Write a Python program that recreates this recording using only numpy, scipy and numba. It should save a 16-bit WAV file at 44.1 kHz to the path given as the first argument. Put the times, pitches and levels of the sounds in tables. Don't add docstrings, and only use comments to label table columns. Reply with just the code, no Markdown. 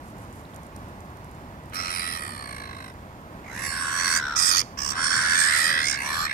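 import sys
import numpy as np
from scipy import signal
from scipy.fft import rfft, irfft, next_fast_len
from scipy.io import wavfile
from scipy.ndimage import uniform_filter1d
from numba import njit

SR = 44100
rng = np.random.default_rng(int(sys.argv[2]) if len(sys.argv) > 2 else 0)


def to_linear_factor(level_db):
    exponent = np.asarray(level_db, float) / 20
    return 10 ** exponent


def store_pcm(level_fs):
    pcm = np.round(np.clip(level_fs, -1, 1) * 32767).astype(np.int16)
    wavfile.write(sys.argv[1], SR, np.atleast_2d(pcm).T)


N = 279153

# (f/Hz, level/dB)
RUSH_COLOUR = [(15, -43), (25, -13.5), (80, -2.5), (130, -5.5), (161, -7), (195, -6), (317, -10),
               (439, -15.5), (641, -12.5), (734, -14), (863, -13), (1070, -13), (2050, -22.5),
               (3160, -33.5), (16000, -44.5)]
# (f/Hz, left-right level/dB, likeness/0-1)
RUSH_SIDES = [(60, 0.6, 0.99), (296, -2, 0.98), (680, -1, 0.82), (1260, -4.5, 0.89), (2200, -6.5, 0.48),
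              (3360, 1, 0.3), (8440, -4, 0), (14100, 2, 0.2)]
# (f/Hz, left-right level/dB, likeness/0-1)
RIGHT_SIDES = [(600, 0, 0), (1200, -5.5, 0), (2000, -6, 0), (2740, 1, 0), (5430, -15.5, 0),
               (8400, -69, 0.3), (14400, -9, 0.1)]
# (f/Hz, left-right level/dB, likeness/0-1)
AHEAD_SIDES = [(920, 2.5, 0.24), (1420, 8.5, 0.28), (2000, 6.5, 0.081), (3420, 0, 0.14),
               (5560, -19.5, 0.56), (8000, -48, .2)]
# (f/Hz, delay/s)
RIGHT_DELAY = [(200, 0.0003), (950, 0.00024), (1210, 0.00037), (2200, 0.0004594)]
# (t/s, peak level/dB)
WATER_TICKS = [(0.1685, -48), (0.1836, -40), (0.3264, -37), (0.4444, -61), (0.545, -37), (0.559, -60),
               (0.5617, -32.5), (0.632, -38), (0.666, -37), (0.7078, -64), (0.763, -29.5), (0.8844, -50),
               (1.0056, -38), (1.1024, -47), (1.1706, -43), (1.245, -38), (1.313, -39), (1.3494, -43),
               (1.637, -42.5), (1.658, -45), (1.698, -39), (2.939, -43), (3.2144, -49)]
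# (t/s, level/dB, f/Hz, length/s)
WATER_DROPS = [
    (.452, -44, 3800, .0025),
    (.536, -47, 3400, .0025),
]

# (t/s, effort level/dB, bill opening/0-1, high windpipe f/Hz, bursts/Hz)
LONE_CALLS = [
    [(1.72, -55, 0.15, 2100, 94), (1.742, -44.5, 0.7, 2100, 89), (1.788, -40.5, 0.61, 2070, 90.1),
     (1.872, -39.5, 0.56, 2120, 86.5), (1.936, -38.5, 0.61, 2130, 90.3), (2.168, -36.5, 0.48, 1950, 80),
     (2.19, -41, 0.4, 1840, 81)],
    [(2.19, -40, 0.21, 1990, 73), (2.368, -46, 0.35, 1860, 69.46), (2.494, -46, 0.34, 1870, 55.74),
     (2.682, -49, 0.34, 1820, 54.5), (2.846, -51, 0.37, 1780, 51.9), (2.902, -53.5, 0.3, 1740, 51.3),
     (2.93, -72, 0.3, 1840, 54)],
]
QUARREL_CALLS = [
    [(3.44, -54, 0.081, 2090, 55), (3.474, -49.5, 0.15, 2000, 56.8), (3.604, -42, 0.45, 1770, 67.5),
     (3.656, -39, 0.6, 1840, 71.6), (3.74, -39, 0.44, 1730, 86), (3.852, -36.5, 0.38, 1620, 83.54),
     (4.058, -31.5, 0.58, 1820, 88.6), (4.176, -33.5, 0.77, 1850, 80.6), (4.21, -38, 0.35, 1700, 80.5)],
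    [(4.352, -56, 0.35, 1880, 87), (4.361, -40.5, 0.87, 1780, 91.2), (4.472, -37.5, 0.89, 1650, 87.9),
     (4.556, -35, 0.82, 1630, 86.7), (4.6, -37.5, 0.9, 2090, 90.5), (4.618, -43.5, 0.82, 2000, 91),
     (4.63, -50, 0.27, 2000, 87.5)],
    [(4.77, -56, 0.37, 1950, 67.3), (4.779, -45.5, 0.91, 1690, 68.8), (4.802, -46, 0.94, 1790, 68.1),
     (4.91, -44, 1, 1650, 69.3), (4.95, -43.5, 0.3, 1730, 67.6)],
]
CHORUS_CALLS = [
    [(4.95, -39, 0.4, 1580, 85.6), (4.988, -32, 0.39, 1630, 78.5), (5.066, -28.5, 0.5, 1610, 78.9),
     (5.092, -33.5, 0.52, 1650, 83), (5.114, -27, 0.48, 1600, 82.6), (5.218, -30.5, 0.57, 1730, 85.4),
     (5.35, -25, 0.49, 1670, 78.3)],
    [(5.35, -25.5, 0.41, 1670, 77.4), (5.396, -27.5, 0.57, 1810, 84.7), (5.502, -28, 0.41, 1590, 81.9),
     (5.582, -29.5, 0.56, 1750, 71.8), (5.66, -28.5, 0.46, 1810, 84.5), (5.8, -30, 0.38, 1800, 76.6),
     (5.902, -32.5, 0.61, 2220, 69.6), (5.97, -38, 0.38, 2200, 68.5)],
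    [(5.97, -34.5, 0.27, 1850, 66.6), (6.094, -37.5, 0.59, 1840, 73.6), (6.194, -32, 0.49, 1390, 83.5),
     (6.252, -34, 0.49, 1550, 81.3), (6.28, -35.5, 0.22, 1940, 61.5), (6.33, -32, 0.2, 1870, 57.6)],
]
# (t/s, low throat f/Hz, high throat f/Hz, bill f/Hz, gape f/Hz)
LONE_HOLLOWS = [
    [(1.72, 3990, 5430, 9800, 8050), (1.9, 4120, 5320, 9750, 7940), (2.0, 3950, 4860, 9300, 7600),
     (2.19, 3920, 5200, 9500, 8000)],
    [(2.19, 4550, 5340, 10050, 8400), (2.4, 4380, 5400, 9100, 8100), (2.55, 4160, 5500, 9040, 8000),
     (2.93, 3760, 5250, 8650, 7700)],
]
QUARREL_HOLLOWS = [
    [(3.44, 4970, 6600, 10100, 7800), (3.6, 4900, 6140, 10240, 7960), (3.68, 4460, 5200, 10200, 7600),
     (3.75, 4300, 5330, 8300, 7750), (3.83, 4780, 5430, 8050, 9200), (3.89, 4400, 5734, 7870, 9500),
     (4.0, 4340, 5757, 8000, 9000), (4.12, 4460, 5560, 7970, 9650), (4.21, 4700, 6600, 8260, 9830)],
    [(4.35, 5000, 5740, 8000, 5970), (4.43, 4880, 5500, 8400, 7100), (4.5, 5020, 5400, 8240, 6740),
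     (4.52, 4590, 5470, 9600, 6500), (4.64, 4530, 5070, 8900, 6370)],
    [(4.77, 5100, 5430, 7700, 7050), (4.85, 4660, 5340, 8000, 7200), (4.95, 4300, 5570, 8000, 6500)],
]
CHORUS_HOLLOWS = [
    [(4.95, 4430, 5260, 8900, 7050), (5.1, 4400, 5370, 8800, 7100), (5.35, 4500, 5440, 9200, 7540)],
    [(5.35, 4210, 5500, 8400, 6230), (5.48, 4240, 4950, 8170, 6800), (5.62, 3900, 4830, 8514, 6640),
     (5.8, 3660, 4920, 8700, 6460), (5.9, 4900, 5454, 8500, 6700), (5.97, 4400, 4960, 8400, 6700)],
    [(5.97, 4400, 6150, 8650, 10700), (6.1, 4160, 5500, 8130, 10900), (6.2, 4220, 5140, 7370, 11200),
     (6.33, 4170, 5430, 8400, 12000)],
]

# (f at start/Hz, f once open/Hz, f at end/Hz, roughness/0-1)
BUZZ = [(630, 645, 630, .26), (625, 600, 510, .22), (350, 540, 550, .32), (600, 640, 610, .4),
        (540, 560, 560, .35), (520, 545, 560, .35), (580, 600, 720, .3), (540, 570, 600, .3)]
# (mouth near 2.5 kHz level/dB, mouth near 3.2 kHz level/dB, low throat level/dB,
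# air above the bill level/dB, share of the low voice that bends round to both microphones/0-1)
COLOUR = [(-5.5, -8.5, -3.5, -1.5, 0), (-14, -7.5, 7.5, -0.5, 0), (-20, -8, -1, -1, 0.93),
          (-3, 3.5, 0, -1.5, 0.13), (-8, -3.5, -15, -4.5, 0.08), (-42, -11, -3.5, -26, 0.97),
          (-17.5, -5.5, -3, -2.5, 0.09), (-8, -8.5, 3.5, -1.5, 0.2)]
# (level at start/dB, level at end/dB)
LOW_PIPE_LEVEL = [(4, -7), (-3, 0.5), (-4, -1.5), (7.5, 0), (2.5, 4.5), (-3, -17), (-18.5, -8),
                  (-13.5, -10)]
# (f at start/Hz, f at middle/Hz, f at end/Hz)
LOW_PIPE_PITCH = [(1380, 1410, 1240), (1320, 1150, 1150), (1030, 1140, 1350), (1440, 1330, 1290),
                  (1200, 1110, 1370), (1200, 1300, 1370), (1394, 1240, 1420), (997, 1250, 1480)]
# (level/dB, ...)
BILL_SWELLS = [(-10, -11.5, -6, 2.5, 0.5, 2.5, 1.5), (12, 10.5, 6.5, 6.5, -4, -1, 4),
               (-7, 1, -1.5, 9.5, 2, -2.5, -8.5, -11.5), (-10, -3.5, -3.5, -5.5, -10.5, -11.5, -18),
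               (-21, -16.5, -14, -1), (0, 3, 1.5, -4, -5, -6), (2, 3, 2, 2.5, -3.5, -3, -2),
               (-2, -2, -7, -7, -2.5, 3)]
GAPE_SWELLS = [(-9, -10, -7, -12, -8, -14, -3), (12, 7.5, -1, -2, -11, -5, -5),
               (-3, 1.5, 1.5, 5, 2, -14, -6, -19), (-9, -6, -10, -5, -10, -4, -8), (-22, -21, -27, -18),
               (-5, -4, -5, -7, -9, -4), (-2, -3, -5, -3, -14, 0, 0), (-8.5, -12, -7.5, -5, -10, -22)]
# (level/dB, ...)
HIGH_THROAT_SWELLS = [(-7, 4.5, -1, -3, -4.5, -4, -2), (1, -4, -11, 2, -2.5, -4, 8),
                      (3, 3, -6, 2, 0.5, 5, -5, -2), (7, -3, -3, -5.5, -16, -6.5, -4), (-2, -2, -7, 5),
                      (-3, 3, 2, -3, -9, -5), (-12, -1, -5.5, 4, 1, 1, 3), (-13, 3, -7, -9, -2, 0)]
AIR_SWELLS = [(15, -4, -5, 2), (-2, -1.5, 4, 7), (15, -5, 2.5, 1), (-1, 0, 3, 5), (5, -2, -1, -3),
              (-3, -5, 3, 13), (-6, 1.5, 1, -8), (10, -3, -4, -7)]
# (level at start/dB, level at middle/dB, level at end/dB)
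BURST_DIPS = [(-14, -15, -18), (-22, -26, -26), (-15, -11, -22), (-10, -14, -28), (-18, -24, -28),
              (-13, -14, -17), (-15, -18, -24), (-15, -18, -22)]
# (level/dB, ...)
LOW_THROAT_SWELLS = [(-.5, -.5, -.5, -.5), (-.5, -0.54, -.5, -0.54), (1, -7, 5.5, -5, 1, -4.5),
                     (-2, 0, 2.5, -2.5, -3), (-3, -9, 12), (-.5, -.5, -.5, -.5),
                     (-.5, -0.46, -.5, -0.55, -.5), (4, -11, -4, -1, -7)]
SECOND_BEATS = [(.15, .05, .05), (.05, .1, .1), (.2, .35, .15), (.2, .55, .5, .05, .05), (.05, .05, .05),
                (.45, .3, .15), (.15, .25, .15, 0), (.2, .45, .2)]
# (level/dB, ...)
MOUTH_SWELLS = [(-0.46, .5, -.5, -.5), (-.5, -.5, -.5, -.5), (-.5, -.5, -0.46, -0.54, -.5, -.5),
                (-.5, -.5, -0.45, -.5, -.5), (1.5, -.5, 1), (1.5, 1.5, 1.3, 1.5), (-.5, -.5, -.5, -.5, -.5),
                (-0.62, 1.5, 1.7, -0.62)]

# (t/s, f/Hz, level/dB)
WHISTLES = [
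    [(3.445, 1068, -68), (3.5, 1440, -58), (3.58, 1835, -44), (3.68, 1926, -42)],
    [(3.72, 1668, -44), (3.86, 1511, -39.5), (4.0, 1564, -42), (4.14, 1607, -36.5), (4.19, 1612, -35.5),
     (4.24, 1522, -36.5), (4.33, 1440, -37.5), (4.45, 1200, -47)],
    [(4.94, 1031, -44.5), (5.0, 1435, -38), (5.08, 1595, -41.5), (5.2, 1577, -34), (5.3, 1493, -37.5),
     (5.42, 1699, -35), (5.52, 1614, -34.5), (5.6, 1375, -42), (5.72, 1340, -43)],
    [(5.44, 1829, -36.5), (5.53, 2125, -31), (5.65, 1927, -35.5), (5.8, 1642, -35.5), (5.86, 1740, -45),
     (5.95, 1765, -38.5), (6.04, 1853, -70), (6.14, 1784, -52)],
    [(5.995, 874, -51), (6.07, 1066, -39.5), (6.13, 1130, -39.5), (6.18, 1230, -41), (6.25, 1245, -38.5),
     (6.28, 1246, -48)],
    [(5.46, 674.6, -72), (5.56, 650, -53), (5.68, 586, -52), (5.82, 523, -55)],
]
# (bursts at start/Hz, bursts at end/Hz, left-right level/dB)
WHISTLE_RATTLE = [(55, 110, -2), (67.3, 73, 2.5), (79.24, 80, 6.5), (75.13, 53, 0), (90.4, 66, 10.5),
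                  (76.5, 70, 9)]
# (f/Hz, width/Hz, level/dB)
WHISTLE_BILL = [(3890, 940, -12), (5500, 430, -11.5), (7750, 1700, -19), (15200, 910, -33)]
# (t/s, level/dB, f/Hz, length/s)
HARD_BURSTS = [
    (5.0595, -15, 1560, 0.0071),
    (5.1105, -15, 1510, 0.0042),
    (5.1395, -12, 1540, 0.0033),
    (5.1665, -22, 1664, 0.0027),
    (5.1895, -13, 1572, 0.0035),
]


def rms_one(x):
    return x / np.sqrt(np.mean(x ** 2) + 1e-20)


def drift(count, rate):
    r = np.exp(-2 * np.pi * rate / SR)
    wander = signal.lfilter([1], [1, -2 * r, r * r], rng.standard_normal(count + 4000))
    return rms_one(wander[4000:])


def at_hz(points, hz):
    at, *columns = np.transpose(points)
    return [np.interp(np.log(hz + 1), np.log(at), c) for c in columns]


def at_time(rows, t):
    s, *columns = np.transpose(rows)
    return [np.interp(t, s, c) for c in columns]


def slide(count, stops):
    return np.interp(np.linspace(0, len(stops) - 1, count), np.arange(len(stops)), stops)


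def two_ports(pair, sides, lag_share):
    size = next_fast_len(pair.shape[1] + 64)
    hz = np.arange(size // 2 + 1) * SR / size
    left_db, alike = at_hz(sides, hz)
    lag_s, = at_hz(RIGHT_DELAY, hz)
    same, other = rfft(pair, size)
    left = to_linear_factor(left_db) * (alike * same + np.sqrt(1 - alike ** 2) * other)
    right = same * np.exp(-2j * np.pi * hz * lag_s * lag_share)
    return irfft([left, right], size)[:, :pair.shape[1]]


def rush():
    size = next_fast_len(N)
    colour_db, = at_hz(RUSH_COLOUR, np.arange(size // 2 + 1) * SR / size)
    pair = irfft(rfft(rng.standard_normal((2, size))) * to_linear_factor(colour_db), size)[:, :N]
    level_db = -41.5 + .5 * drift(N, 3.9)
    return to_linear_factor(level_db) * two_ports(rms_one(pair), RUSH_SIDES, 0.84)


def lapping():
    clicks = np.zeros(N)
    for s, peak_db in WATER_TICKS:
        clicks[round(s * SR)] = to_linear_factor(peak_db)
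    per_s = 2500 * to_linear_factor(5 * drift(N, 6))
    falls = rng.random(N) < per_s / SR
    sizes = to_linear_factor(7.1 * np.minimum(rng.exponential(1, N), 4)) * falls
    trickle_db = -78.5 - 13 * np.arange(N) / SR
    clicks += sizes * to_linear_factor(trickle_db)
    r = np.exp(-1 / (0.0016 * SR))
    puffs = signal.lfilter([1], [1, -r], clicks) * rng.standard_normal((2, N))
    band = signal.butter(2, [5800, 12000], "band", fs=SR, output="sos")
    return signal.sosfilt(band, puffs) * to_linear_factor([[-16], [0]])


def drops(rows):
    out = np.zeros(N)
    for s, level_db, hz, length in rows:
        t = np.arange(round(length * SR)) / SR
        tone = np.sin(2 * np.pi * hz * t * (1 + 0.013 * t / length))
        blip = tone * np.sin(np.pi * t / length) ** 2
        out[round(s * SR):][:len(t)] += to_linear_factor(level_db) * blip
    return out * to_linear_factor([[-3], [1.5]])


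def played(rows):
    at = np.arange(round(rows[0][0] * SR), min(round(rows[-1][0] * SR), N))
    return at, at_time(rows, at / SR)


def bursts(per_s, dip_db, uneven_db, sharp):
    turn = np.cumsum(per_s * (1 + .018 * drift(len(per_s), 30))) / SR
    strength = to_linear_factor(uneven_db * rng.standard_normal(200))[turn.astype(int)]
    place = turn % 1
    swell = np.sin(np.pi * place ** 0.49) ** (2 * sharp)
    return place, to_linear_factor(dip_db) + strength * swell


def faded(count, edge_s):
    i = np.arange(count)
    return np.clip(np.minimum(i, count - i) / (edge_s * SR), 0, 1)


@njit
def resonate(x, spring, damping):
    y = np.zeros_like(x)
    for c in range(x.shape[0]):
        for i in range(2, x.shape[1]):
            y[c, i] = x[c, i] - x[c, i - 2] + spring[i] * y[c, i - 1] - damping * y[c, i - 2]
    return y


def cavity(x, hz, width_hz):
    r = np.exp(-np.pi * width_hz / SR)
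    wobbling_hz = hz * (1 + .008 * drift(x.shape[1], 14))
    spring = 2 * r * np.cos(2 * np.pi * wobbling_hz / SR)
    y = resonate(resonate(x, spring, r * r), spring, r * r)
    even = y / np.sqrt(uniform_filter1d(y ** 2, 2600) + 1e-20)
    return to_linear_factor(1.1 * drift(x.shape[1], 9)) * even


def buzz(place, start_hz, open_hz, end_hz, rough):
    count = len(place)
    glide_hz = np.interp(np.linspace(0, 1, count), [0, .22, 1], [start_hz, open_hz, end_hz])
    hz = glide_hz * (1 + .14 * (place - .45) + .1 * rough * drift(count, 120))
    cycle = np.floor(np.cumsum(hz) / SR)
    new_cycle = np.diff(cycle, prepend=0) > 0
    return rms_one(new_cycle * to_linear_factor(4 * rough * rng.standard_normal((2, count))))


def screech(rows, manner, colour, low_level, low_pitch, hollows, bill_stops, gape_stops, upper_stops,
            air_stops, dips, throat_stops, beats, mouth_stops):
    at, (effort_db, opening, pipe_hz, per_s) = played(rows)
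    count = len(at)
    throat_hz, upper_hz, bill_hz, gape_hz = at_time(hollows, at / SR)
    start_hz, open_hz, end_hz, rough = manner
    lower_mouth_db, upper_mouth_db, throat_db, air_db, bend = colour

    mid_db = effort_db - 24.5 + 41.5 * opening
    top_db = mid_db + 7.5 * (opening - .5)
    low_db = effort_db + slide(count, low_level)
    bill_db = top_db + slide(count, bill_stops)
    gape_db = top_db + slide(count, gape_stops)
    upper_db = slide(count, upper_stops)
    throat_db = throat_db + slide(count, throat_stops)
    air_db = air_db + slide(count, air_stops)
    mouth_swell_db = slide(count, mouth_stops)
    lower_mouth_db = lower_mouth_db + mouth_swell_db
    upper_mouth_db = upper_mouth_db + mouth_swell_db

    place, swell = bursts(per_s, slide(count, dips), uneven_db=.9, sharp=1.15)
    pulses = buzz(place, start_hz, open_hz, end_hz, rough)
    breath = rng.standard_normal(pulses.shape)
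    deep = swell * (pulses + 1.5 * rough * breath)
    rasp = pulses + 1.9 * rough * breath
    half_burst = round(.42 * SR / per_s.mean())
    split = swell ** 1.15 + slide(count, beats) * np.roll(swell, half_burst) ** 2
    source = (np.roll(split, round(.0009 * SR)) + .05) * rasp
    airy = (np.roll(split, round(-.0011 * SR)) + .05) * rasp
    mouth = (swell + .45) * rasp

    stretch = np.interp(np.linspace(0, 1, count), [0, .2], [start_hz / open_hz, 1])
    low_hz = slide(count, low_pitch) * stretch
    climb = 1 + .1 * (place - .4)
    low = to_linear_factor(low_db) * cavity(deep, low_hz * climb, 425) * faded(count, 0.0041)
    voice = np.sqrt(1 - bend) * to_linear_factor(5.5) * low
    voice -= to_linear_factor(effort_db + 5.0) * cavity(np.roll(deep, 60, axis=1), pipe_hz * climb, 415)
    voice += to_linear_factor(effort_db + lower_mouth_db) * cavity(mouth, 1.32 * pipe_hz, 380)
    voice -= to_linear_factor(effort_db + upper_mouth_db) * cavity(mouth, 2.62 * low_hz, 700)
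    throat = to_linear_factor(upper_db) * cavity(source, upper_hz, 480)
    throat += .3 * cavity(source, (upper_hz + throat_hz) / 2, 1500)
    throat -= to_linear_factor(throat_db) * cavity(source, throat_hz, 400)
    throat -= .33 * cavity(source, 1.15 * upper_hz, 800)
    voice += to_linear_factor(mid_db + 3) * throat
    bill = cavity(airy, bill_hz, 870) - 0.2 * cavity(airy, 9300, 1900)
    voice += to_linear_factor(bill_db + 4.5) * bill
    voice -= to_linear_factor(gape_db + 3.5) * cavity(airy, gape_hz, 1400)
    air = cavity(airy, 1.246 * bill_hz, 960) - 0.59 * cavity(source, 11600, 3500)
    voice += to_linear_factor(bill_db - 4.0 + air_db) * air
    voice += to_linear_factor(mid_db - 17.0) * cavity(source, 14960, 900)
    bent = np.sqrt(bend) * low * [[1], [.4]]
    return at, voice * faded(count, 0.0013), bent


def whistle(rows, rattle):
    at, (hz, level_db) = played(rows)
    start_per_s, end_per_s, side_db = rattle
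    per_s = slide(len(at), (start_per_s, end_per_s))
    place, swell = bursts(per_s, -21, uneven_db=1.2, sharp=.8)
    sliding_hz = hz * (1 + .22 * (place - .5) + .02 * drift(len(at), 120))
    turn = 2 * np.pi * np.cumsum(sliding_hz) / SR
    tone = np.sin(turn) + to_linear_factor(-27) * np.sin(2 * turn)
    tone += to_linear_factor(-14.5) * np.sin(turn / 1.5) + to_linear_factor(-17) * np.sin(turn / .75)
    breath = swell * rng.standard_normal((2, len(at)))
    voice = rms_one(swell * tone) * [[1], [0]] + to_linear_factor(-14) * cavity(breath, hz, 600)
    for centre_hz, width_hz, db in WHISTLE_BILL:
        voice += to_linear_factor(db) * cavity(breath, centre_hz, width_hz)
    voice = to_linear_factor(level_db + 7.5) * voice * faded(len(at), 0.0034)
    return at, two_ports(voice, AHEAD_SIDES, 0) * to_linear_factor([[side_db / 2], [-side_db / 2]])


def flock(calls):
    out = np.zeros((2, N))
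    for at, voice in calls:
        out[:, at] += voice
    return out


def water_bounce(x, delay_s, wander_s, share):
    lag = SR * (delay_s + wander_s * np.array([drift(N, 1.5), drift(N, 1.5)]))
    i = np.arange(N)
    late = [np.interp(i - d, i, v) for v, d in zip(x, lag)]
    high = signal.butter(2, 2600, "high", fs=SR, output="sos")
    return x - share * signal.sosfilt(high, late)


def shore(x, t60):
    t = np.arange(round(t60 * SR)) / SR
    tail = rng.standard_normal((2, len(t))) * to_linear_factor(-60 * t / t60) * (t > .006)
    tail = signal.lfilter([1], [1, -.25], tail)
    tail = tail / np.sqrt(np.sum(tail ** 2) / 2)
    return signal.fftconvolve(x, tail, axes=1)[:, :N]


def scene():
    water = rush() + lapping() + drops(WATER_DROPS)
    calls = LONE_CALLS + QUARREL_CALLS + CHORUS_CALLS
    hollows = LONE_HOLLOWS + QUARREL_HOLLOWS + CHORUS_HOLLOWS
    settings = zip(calls, BUZZ, COLOUR, LOW_PIPE_LEVEL, LOW_PIPE_PITCH, hollows, BILL_SWELLS, GAPE_SWELLS,
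                   HIGH_THROAT_SWELLS, AIR_SWELLS, BURST_DIPS, LOW_THROAT_SWELLS, SECOND_BEATS, MOUTH_SWELLS)
    screeches = [screech(*one) for one in settings]
    direct = flock((at, voice) for at, voice, bent in screeches)
    round_body = flock((at, bent) for at, voice, bent in screeches)
    gulls = two_ports(direct, RIGHT_SIDES, 0.93) + two_ports(round_body, AHEAD_SIDES, 0)
    gulls += flock(whistle(*one) for one in zip(WHISTLES, WHISTLE_RATTLE))
    gulls += drops(HARD_BURSTS)
    gulls = water_bounce(gulls, delay_s=.0011, wander_s=.00012, share=.25)
    echoes = to_linear_factor(-25) * shore(gulls, t60=.36)
    return gulls + echoes + water


def band_limit(x):
    return signal.sosfilt(signal.butter(12, 15850, fs=SR, output="sos"), x)


def record(dry):
    rounded = 0.77 * np.tanh(dry / 0.71)
    no_rumble = signal.butter(2, 32, "high", fs=SR, output="sos")
    no_top = signal.cheby2(16, 60, 16150, fs=SR, output="sos")
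    mix = signal.sosfilt(np.vstack([no_rumble, no_top]), rounded)
    return band_limit(mix)


dry = scene()
out = record(dry)
store_pcm(out)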